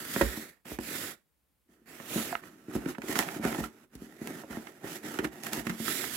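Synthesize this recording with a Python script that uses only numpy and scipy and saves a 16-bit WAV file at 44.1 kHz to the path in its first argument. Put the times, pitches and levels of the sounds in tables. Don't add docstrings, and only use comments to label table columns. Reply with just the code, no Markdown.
import sys
import numpy as np
from scipy import signal
from scipy.fft import rfft, irfft
from scipy.io import wavfile

SR = 44100
rng = np.random.default_rng(int(sys.argv[2]) if len(sys.argv) > 2 else 0)


def digitize_waveform(pressure):
    field = np.atleast_2d(pressure).T
    bounded = np.clip(field, -1, 1)
    quanta = np.round(bounded * 32767).astype(np.int16)
    wavfile.write(sys.argv[1], SR, quanta)


N = 271656
TIME = np.arange(N) / SR
RING_TIME = TIME[:16384]

# t/s, relative level/dB, f/Hz of the struck panel, hardness/dB
BUMPS = [(0.162, -16, 313, -4.5), (0.211, -12.5, 560, 0), (0.213, -14.5, 270, -12.5),
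         (0.373, -26.5, 250, -8.5), (0.655, -41, 290, -4), (0.717, -31, 277, -1), (0.787, -21.5, 327, -7.5),
         (1.055, -37, 250, -11), (1.692, -57, 226, -20), (1.817, -55.5, 238, -26), (2.0, -38, 250, 1),
         (2.158, -19, 219, -9), (2.683, -28.5, 294, -13), (2.752, -19.5, 302, -10), (2.761, -18.5, 283, -9),
         (2.86, -20, 264, -12.5), (2.983, -26.5, 288, -3), (3.036, -28, 328, -6), (3.093, -22, 332, -12.5),
         (3.191, -21, 305, -10), (3.362, -27.5, 294, -19), (3.395, -24.5, 243, -12), (3.45, -16, 254, -17),
         (3.455, -18.5, 258, -8), (3.547, -31.5, 292, 3), (3.585, -21, 225, -5), (3.604, -24.5, 210, -8),
         (3.952, -35.5, 261, -22), (4.019, -32, 244, -21), (4.215, -26.5, 247, -16), (4.436, -34.5, 369, 1),
         (4.504, -34, 240, -11), (4.57, -28.5, 244, -3.5), (4.842, -29, 353, -8), (5.041, -32, 330, -26),
         (5.191, -18, 360, -22), (5.227, -28.5, 320, -14), (5.249, -22, 300, -16), (5.574, -25.5, 269, -9),
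         (5.607, -33.5, 202, -26), (5.667, -22, 218, -13), (5.696, -22, 196, -11.5),
         (5.8, -24.5, 212, -9.5), (5.88, -30.5, 353, -25)]


def box_ring(pitch_hz, focus_db, scatter):
    # f/Hz, level/dB, fade time/s
    tones = [(126, -19.5, .08), (186, -6.5, 0.17), (225.2, -3, 0.21), (267, 0.5, 0.11), (305.2, 1.5, 0.086),
             (354.4, 3.5, 0.063), (373.4, -4.5, 0.12), (434, -8, 0.35), (550, -3, 0.072), (669, -9, 0.057),
             (922, -13.5, 0.058), (1350, -17.5, .03), (1860, -30.5, .03)]
    phases = scatter * rng.standard_normal(len(tones))
    return sum(from_db(db - focus_db * abs(np.log2(hz / pitch_hz))) * tone(hz, fade_s, phase)
               for (hz, db, fade_s), phase in zip(tones, phases))


def knocks(bumps, level_db, focus_db, clack_db):
    out = np.zeros(N)
    for start, db, pitch_hz, hard_db in bumps:
        panel = cut(box_ring(pitch_hz, focus_db, scatter=.3), 600, "low", order=3)
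        panel = peak_one(cut(panel, 130, "high", order=3))
        clack = cut(box_ring(pitch_hz, focus_db=0, scatter=.7), 500, "high", order=3)
        clack = peak_one(cut(clack, 2000, "low", order=3))
        add(out, start, from_db(db + level_db) * (panel + from_db(hard_db + clack_db) * clack))
        settle_s = .0075 * rng.uniform(.6, 1.417)
        add(out, min(start + settle_s, TIME[-1]), from_db(db + level_db - 7.5) * panel)
    return out


def sliding(hiss_db, rasp_db, drum_db, rasp_power, drum_power, patchy_db):
    # f/Hz, level/dB
    card_on_wood = [(300, 6), (560, 1.5), (930, -2.5), (1700, 2), (2400, 0), (3100, -5), (4500, -6.5),
                    (6100, -9.5), (7800, -6), (9000, -10.5), (11000, -5), (13500, -5.5), (16000, -11.5)]
    force = friction(slips_per_s=6000, spread_db=3.5, smooth_db=5, judder_db=1, judder_hz=79,
                     bounce_db=-11)
    hiss, rasp = hiss_and_rasp(force, card_on_wood, shared=0.35)
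    drum = drumming(force, drum_hz=275, low_cut_hz=98)
    speed, weight_db, pan_db = slide_motion()
    body = (from_db(rasp_db) * follow(speed, rasp_power) * rasp
            + from_db(drum_db) * follow(speed, drum_power) * drum)
    body_gain = from_db(weight_db + patchy_db * drift(45))
    return from_db(hiss_db) * speed * sides(pan_db) * hiss + body_gain * body


def slide_motion():
    # t/s, relative level/dB of the hiss
    slides = [
        [(0.0, -45), (0.056, -47.5), (0.178, -37.5), (0.284, -44.5), (0.39, -45.5), (0.512, -61), (0.62, -94.5)],
        [(0.65, -67), (0.656, -55), (0.7, -51), (0.736, -47), (0.78, -64)],
        [(0.8, -52.5), (0.846, -47), (0.966, -39), (1.112, -46), (1.138, -54.5), (1.166, -74), (1.22, -92)],
        [(1.86, -71), (1.888, -58), (2.046, -54), (2.142, -38.5), (2.228, -39), (2.322, -46.5), (2.41, -66)],
        [(5.76, -58), (5.796, -46), (5.894, -34.5), (5.986, -37), (6.108, -42), (6.16, -36.5)],
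    ]
    # weight on the table/dB, left minus right/dB
    stances = [(0, -2), (1.5, -2.5), (-0.5, -5.5), (1.5, -4.5), (-2.5, -9.5)]
    touch_s = 0.0042
    speed, weight_db, pan_db = np.zeros((3, N))
    for points, stance in zip(slides, stances):
        times, db = np.transpose(points)
        touch = np.clip(np.minimum(TIME - times[0], times[-1] - TIME) / touch_s + 1, 0, 1)
        speed += touch * from_db(np.interp(TIME, times, db))
        weight_db[touch > 0], pan_db[touch > 0] = stance
    return speed, weight_db, pan_db


def rubbing(effort, bright_db, hiss_db, rasp_db, drum_db, hiss_power, drum_power, thinning):
    # f/Hz, level/dB
    finger_on_card = [(300, -21), (700, -10.5), (1030, -17.5), (1850, -14.5), (2600, -19), (4300, -26.5),
                      (5800, -25.5), (7900, -25), (8900, -30), (11000, -23.5), (13000, -25.5), (16000, -32)]
    force = friction(slips_per_s=2500, spread_db=0, smooth_db=1, judder_db=1.06, judder_hz=140,
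                     bounce_db=-12)
    hiss, rasp = hiss_and_rasp(force, finger_on_card, shared=0.23)
    drum = drumming(force, drum_hz=306, low_cut_hz=130)
    return (from_db(hiss_db + bright_db) * follow(effort, hiss_power) * sides(pan_db=-3) * hiss
            + from_db(rasp_db) * effort * rasp
            + from_db(drum_db - thinning * bright_db) * follow(effort, drum_power) * drum)


def rub_effort():
    # t/s, length/s, relative level/dB
    grips = [(1.702, 0.15, -79), (2.42, 1.417, -67), (3.937, 1.2, -64.5)]
    # t/s, length/s, relative level/dB, brightness/dB
    drags = [(1.708, 0.043, -75, 3.5), (2.441, 0.042, -58, -1.5), (2.701, 0.16, -54.5, -5),
             (2.75, 0.012, -46.5, 1), (2.89, 0.017, -46, -1.5), (3.037, 0.022, -56.5, 2),
             (3.086, 0.046, -43, 0), (3.168, 0.049, -40.5, 1), (3.233, .14, -48.5, -1),
             (3.438, 0.038, -41, -5), (3.487, 0.071, -44.5, -3), (3.582, 0.02, -44.5, -0.5),
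             (3.639, 0.0083, -47.5, 0.5), (4.022, 0.025, -64.5, 7.5), (4.217, 0.2, -54, -1),
             (4.27, 0.037, -50, -4.5), (4.511, 0.061, -50.5, -3), (4.592, 0.11, -60, -0.5),
             (4.846, 0.028, -49, -4.5), (4.88, 0.086, -50.5, 4), (5.046, 0.13, -49, -0.5),
             (5.237, 0.02, -46.5, -3.5), (5.327, 0.086, -56.5, -1.5), (5.444, 0.037, -46.5, 1.5),
             (5.531, 0.018, -43.5, 0.5), (5.57, 0.03, -45, 0), (5.653, 0.098, -53.5, 1)]
    power = sum((from_db(db) * drag(start, length)) ** 2 for start, length, db in grips)
    brightness = np.zeros(N)
    for start, length, db, bright_db in drags:
        drag_power = (from_db(db) * drag(start, length)) ** 2
        power += drag_power
        brightness += drag_power * bright_db
    return np.sqrt(power), brightness / power


def drag(start, length, rise_s=0.016, fall_s=0.021):
    outside = np.maximum((start - TIME) / rise_s, (TIME - start - length) / fall_s)
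    return np.exp(-np.clip(outside, 0, 20))


def friction(slips_per_s, spread_db, smooth_db, judder_db, judder_hz, bounce_db):
    sizes = from_db(spread_db * np.minimum(rng.exponential(1, N), 4))
    slipping = rng.random(N) < slips_per_s / SR
    slips = rms_one(sizes * slipping * rng.standard_normal((2, N)))
    smooth = from_db(smooth_db) * rng.standard_normal((2, N))
    force = (slips + smooth) * from_db(judder_db * drift(judder_hz))
    delay_s = 0.000709 * from_db(3 * drift(4))
    bounce = np.array([np.interp(TIME - delay_s, TIME, side) for side in force])
    return force + from_db(bounce_db) * bounce


def hiss_and_rasp(force, surface, shared):
    scratch = through(force, colour(surface)[None])
    hiss = rms_one(cut(scratch, 3000, "high", order=3))
    panels = card_panels(scratch + shared * scratch[::-1])
    return hiss, rms_one(cut(panels, [480, 3300], "band", order=3))


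def drumming(force, drum_hz, low_cut_hz):
    drum = through(force[0], box_ring(drum_hz, focus_db=13.5, scatter=0))
    drum = cut(drum, 710, "low", order=3)
    return rms_one(cut(drum, low_cut_hz, "high", order=3))


def card_panels(x):
    # f/Hz, width/Hz, level/dB
    bands = [(718, 480, -2.5), (1296, 260, -0.5), (1803, 170, 0)]
    out = x.copy()
    for hz, width, db in bands:
        radius = np.exp(-np.pi * width / SR)
        feed_in = np.array([1, 0, -1]) * (1 - radius ** 2) / 2
        feedback = [1, -2 * radius * np.cos(2 * np.pi * hz / SR), radius ** 2]
        out += from_db(db) * signal.lfilter(feed_in, feedback, x + 1e-18)
    return out


def crackle(small_snaps, level_db, treble_db, fibre_db, fibres_per_s):
    # t/s, relative level/dB, brightness/dB, fade time/s
    snaps = [(0.1614, -34.5, -21, 0.022), (0.2127, -26.5, -12, 0.072), (0.6527, -53, -12, 0.037),
             (0.7872, -41.5, -9.5, 0.029), (1.9995, -45.5, -26, 0.036), (2.3524, -28, -43, 0.01),
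             (2.4354, -48.5, -31, 0.025), (2.858, -42.5, -15, 0.03), (2.9484, -45, -31, 0.037),
             (2.9825, -47.5, -10, .03), (3.0184, -38.5, -15, .04), (3.1555, -30.5, -9, .04),
             (3.1897, -26.5, 0.5, .012), (3.1916, -28.5, -30, 0.081), (3.2248, -33, -19, 0.03),
             (3.2859, -33, -22, .035), (3.441, -34.5, -13, .03), (3.4506, -32.5, -11, .03),
             (3.5269, -38.5, -22, .02), (3.5458, -38, -19, 0.027), (3.6408, -49, -2, 0.022),
             (3.952, -57.5, 5, .03), (4.2732, -38.5, -5.5, 0.0084), (4.6696, -43, -16, .04),
             (5.1879, -29, -14.5, 0.059), (5.2435, -33, -11.5, .06), (5.4353, -46.5, 5, 0.014),
             (5.5322, -36, 3, 0.028), (5.465, -35.5, -8, .03), (5.6675, -32.5, -12, 0.037),
             (5.6948, -34.5, -10.5, 0.066), (5.8803, -31.5, -8, 0.02), (6.04, -35, -16, 0.029)]
    out = np.zeros((2, N))
    size = len(RING_TIME)
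    for start, db, bright_db, fade_s in snaps + small_snaps:
        fibres = rng.standard_normal((2, size)) * (rng.random(size) < fibres_per_s / SR)
        burst = from_db(fibre_db) * fibres * fade(fade_s)
        burst[:, 0] = 1
        crack = cut(card_panels(cut(burst, 910, "high")), 2600, "low", order=4)
        tick = cut(cut(burst, 3200, "high"), 12000, "low", order=1)
        sound = sum(from_db(db + part_db) * part / np.std(part[:, :SR // 200])
                    for part, part_db in [(crack, level_db), (tick, bright_db + treble_db)])
        for side in (0, 1):
            add(out[side], start, sound[side])
    return out


def flap_pops(level_db, overtone_db, waver):
    # t/s, relative level/dB, f/Hz, fade time/s
    pops = [(0.7872, -30.5, 786, 0.013), (2.3272, -29.5, 695, 0.077), (2.3544, -30, 1270, 0.022),
            (3.548, -38, 830, 0.034), (3.639, -34, 1367, 0.064)]
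    out = np.zeros(N)
    for start, db, hz, fade_s in pops:
        wobble = waver * drift(516)[:len(RING_TIME)]
        overtone = from_db(overtone_db) * tone(1.88 * hz, fade_s / 3, 2 * wobble)
        add(out, start, from_db(db + level_db) * (tone(hz, fade_s, wobble) + overtone))
    return cut(out, 3000, "low", order=4)


def table_thuds(bump_db, table_hz, fade_s):
    # t/s, level/dB
    landings = [(0.217, -23), (0.251, -29.5), (0.717, -42), (0.787, -49), (2.753, -37), (3.45, -44),
                (3.604, -39), (3.952, -47), (4.504, -49), (5.249, -48), (5.573, -48)]
    out = np.zeros(N)
    thud = peak_one(cut(tone(table_hz, fade_s) + 0.14 * tone(84, .06), 150, "low"))
    for start, db in landings:
        add(out, start, from_db(db) * thud)
    for start, db, *_ in BUMPS:
        add(out, start, from_db(db + bump_db) * thud)
    return out


def room(x, echo_db, wall_hz, fade_s):
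    # f/Hz, left minus right/dB
    balance = [(50, -6.5), (300, -1), (600, -4.5), (1100, -9.5), (2000, -14), (4000, -0.5), (8000, -2.5),
               (16000, 3)]
    out = []
    for channel, sign in zip(x, (1, -1)):
        echo = cut(rng.standard_normal(len(RING_TIME)) * fade(fade_s), 70, "high")
        response = from_db(echo_db) * cut(echo / np.linalg.norm(echo), wall_hz, "low", order=1)
        response[0] += 1
        shade = [(hz, 20 * np.log10(2 / (1 + from_db(-sign * db)))) for hz, db in balance]
        out.append(through(channel, through(response, colour(shade))))
    return np.array(out)


def background(level_db, shared):
    # f/Hz, relative level/dB
    quiet_room = [(18, -40), (30, -10), (43, 0), (64, 0), (81, -10), (117, -13), (156, -10), (299, -14),
                  (399, -21), (443, -16), (656, -21), (2020, -25), (6210, -31), (11900, -25), (15500, -27)]
    noise = rng.standard_normal((2, N)) + shared * rng.standard_normal(N)
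    return from_db(level_db) * rms_one(through(noise, colour(quiet_room)[None]))


def by_chance(effort, per_s, level_db, spread_db):
    count = round(per_s * N / SR)
    lateness, weakness = rng.random((count, 2)).T
    at = ((np.arange(count) + lateness) / count * (N - 1)).astype(int)
    return zip(TIME[at], 20 * np.log10(effort[at] + 1e-9) + level_db - spread_db * weakness)


def follow(effort, power):
    firm = from_db(-46)
    return firm * (effort / firm) ** power


def sides(pan_db):
    gains = from_db(np.outer([.5, -.5], pan_db))
    return gains / np.hypot(*gains)


def tone(hz, fade_s, phase=0):
    return np.sin(2 * np.pi * hz * RING_TIME + phase) * fade(fade_s)


def fade(fade_s):
    return from_db(-60 * RING_TIME / fade_s)


def drift(per_s):
    values = rng.standard_normal(N // 20)
    return rms_one(np.interp(TIME * per_s, np.arange(len(values)), values))


def colour(points, size=4096):
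    hz, db = np.transpose(points)
    grid_hz = np.maximum(np.arange(size // 2 + 1) * SR / size, 1)
    gains = from_db(np.interp(np.log(grid_hz), np.log(hz), db))
    cepstrum = irfft(np.log(gains))
    cepstrum[1:size // 2] *= 2
    cepstrum[size // 2 + 1:] = 0
    return irfft(np.exp(rfft(cepstrum)))


def through(x, response):
    return signal.fftconvolve(x, response, axes=-1)[..., :x.shape[-1]]


def cut(x, hz, keep, order=2):
    return signal.sosfilt(signal.butter(order, hz, keep, fs=SR, output="sos"), x + 1e-18)


def add(out, start_s, sound):
    at = max(round(start_s * SR), 0)
    out[at:at + len(sound)] += sound[:N - at]


def from_db(db):
    return 10 ** (np.asarray(db) / 20)


def rms_one(x):
    return x / np.sqrt(np.mean(x ** 2) + 1e-20)


def peak_one(x):
    return x / (np.abs(x).max() + 1e-20)


def scene():
    effort, bright_db = rub_effort()
    slides = sliding(hiss_db=6, rasp_db=-2, drum_db=-4, rasp_power=0.77, drum_power=0.89, patchy_db=1.27)
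    rubs = rubbing(effort, bright_db, hiss_db=6, rasp_db=2, drum_db=4.5,
                   hiss_power=1.13, drum_power=0.86, thinning=0.55)
    taps = [(t, db, 270, -10) for t, db in by_chance(effort, per_s=4.2, level_db=10, spread_db=11)]
    ticks = [(t, db, -12, .025) for t, db in by_chance(effort, per_s=5.8, level_db=3.5, spread_db=12)]
    bumps = knocks(BUMPS + taps, level_db=-1, focus_db=23.5, clack_db=0.5)
    thuds = table_thuds(bump_db=-31, table_hz=62.7, fade_s=0.16)
    snaps = crackle(ticks, level_db=0.5, treble_db=3, fibre_db=1, fibres_per_s=6300)
    pops = flap_pops(level_db=4, overtone_db=-8.5, waver=0.54)
    direct = slides + rubs + bumps + thuds + snaps + pops
    return room(direct, echo_db=-13.5, wall_hz=6230, fade_s=.22) + background(level_db=-75.5, shared=0.83)


def record(dry):
    body = cut(dry, 50, "high", order=5)
    return cut(body, 15900, "low", order=40)


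dry = scene()
out = record(dry)
digitize_waveform(out)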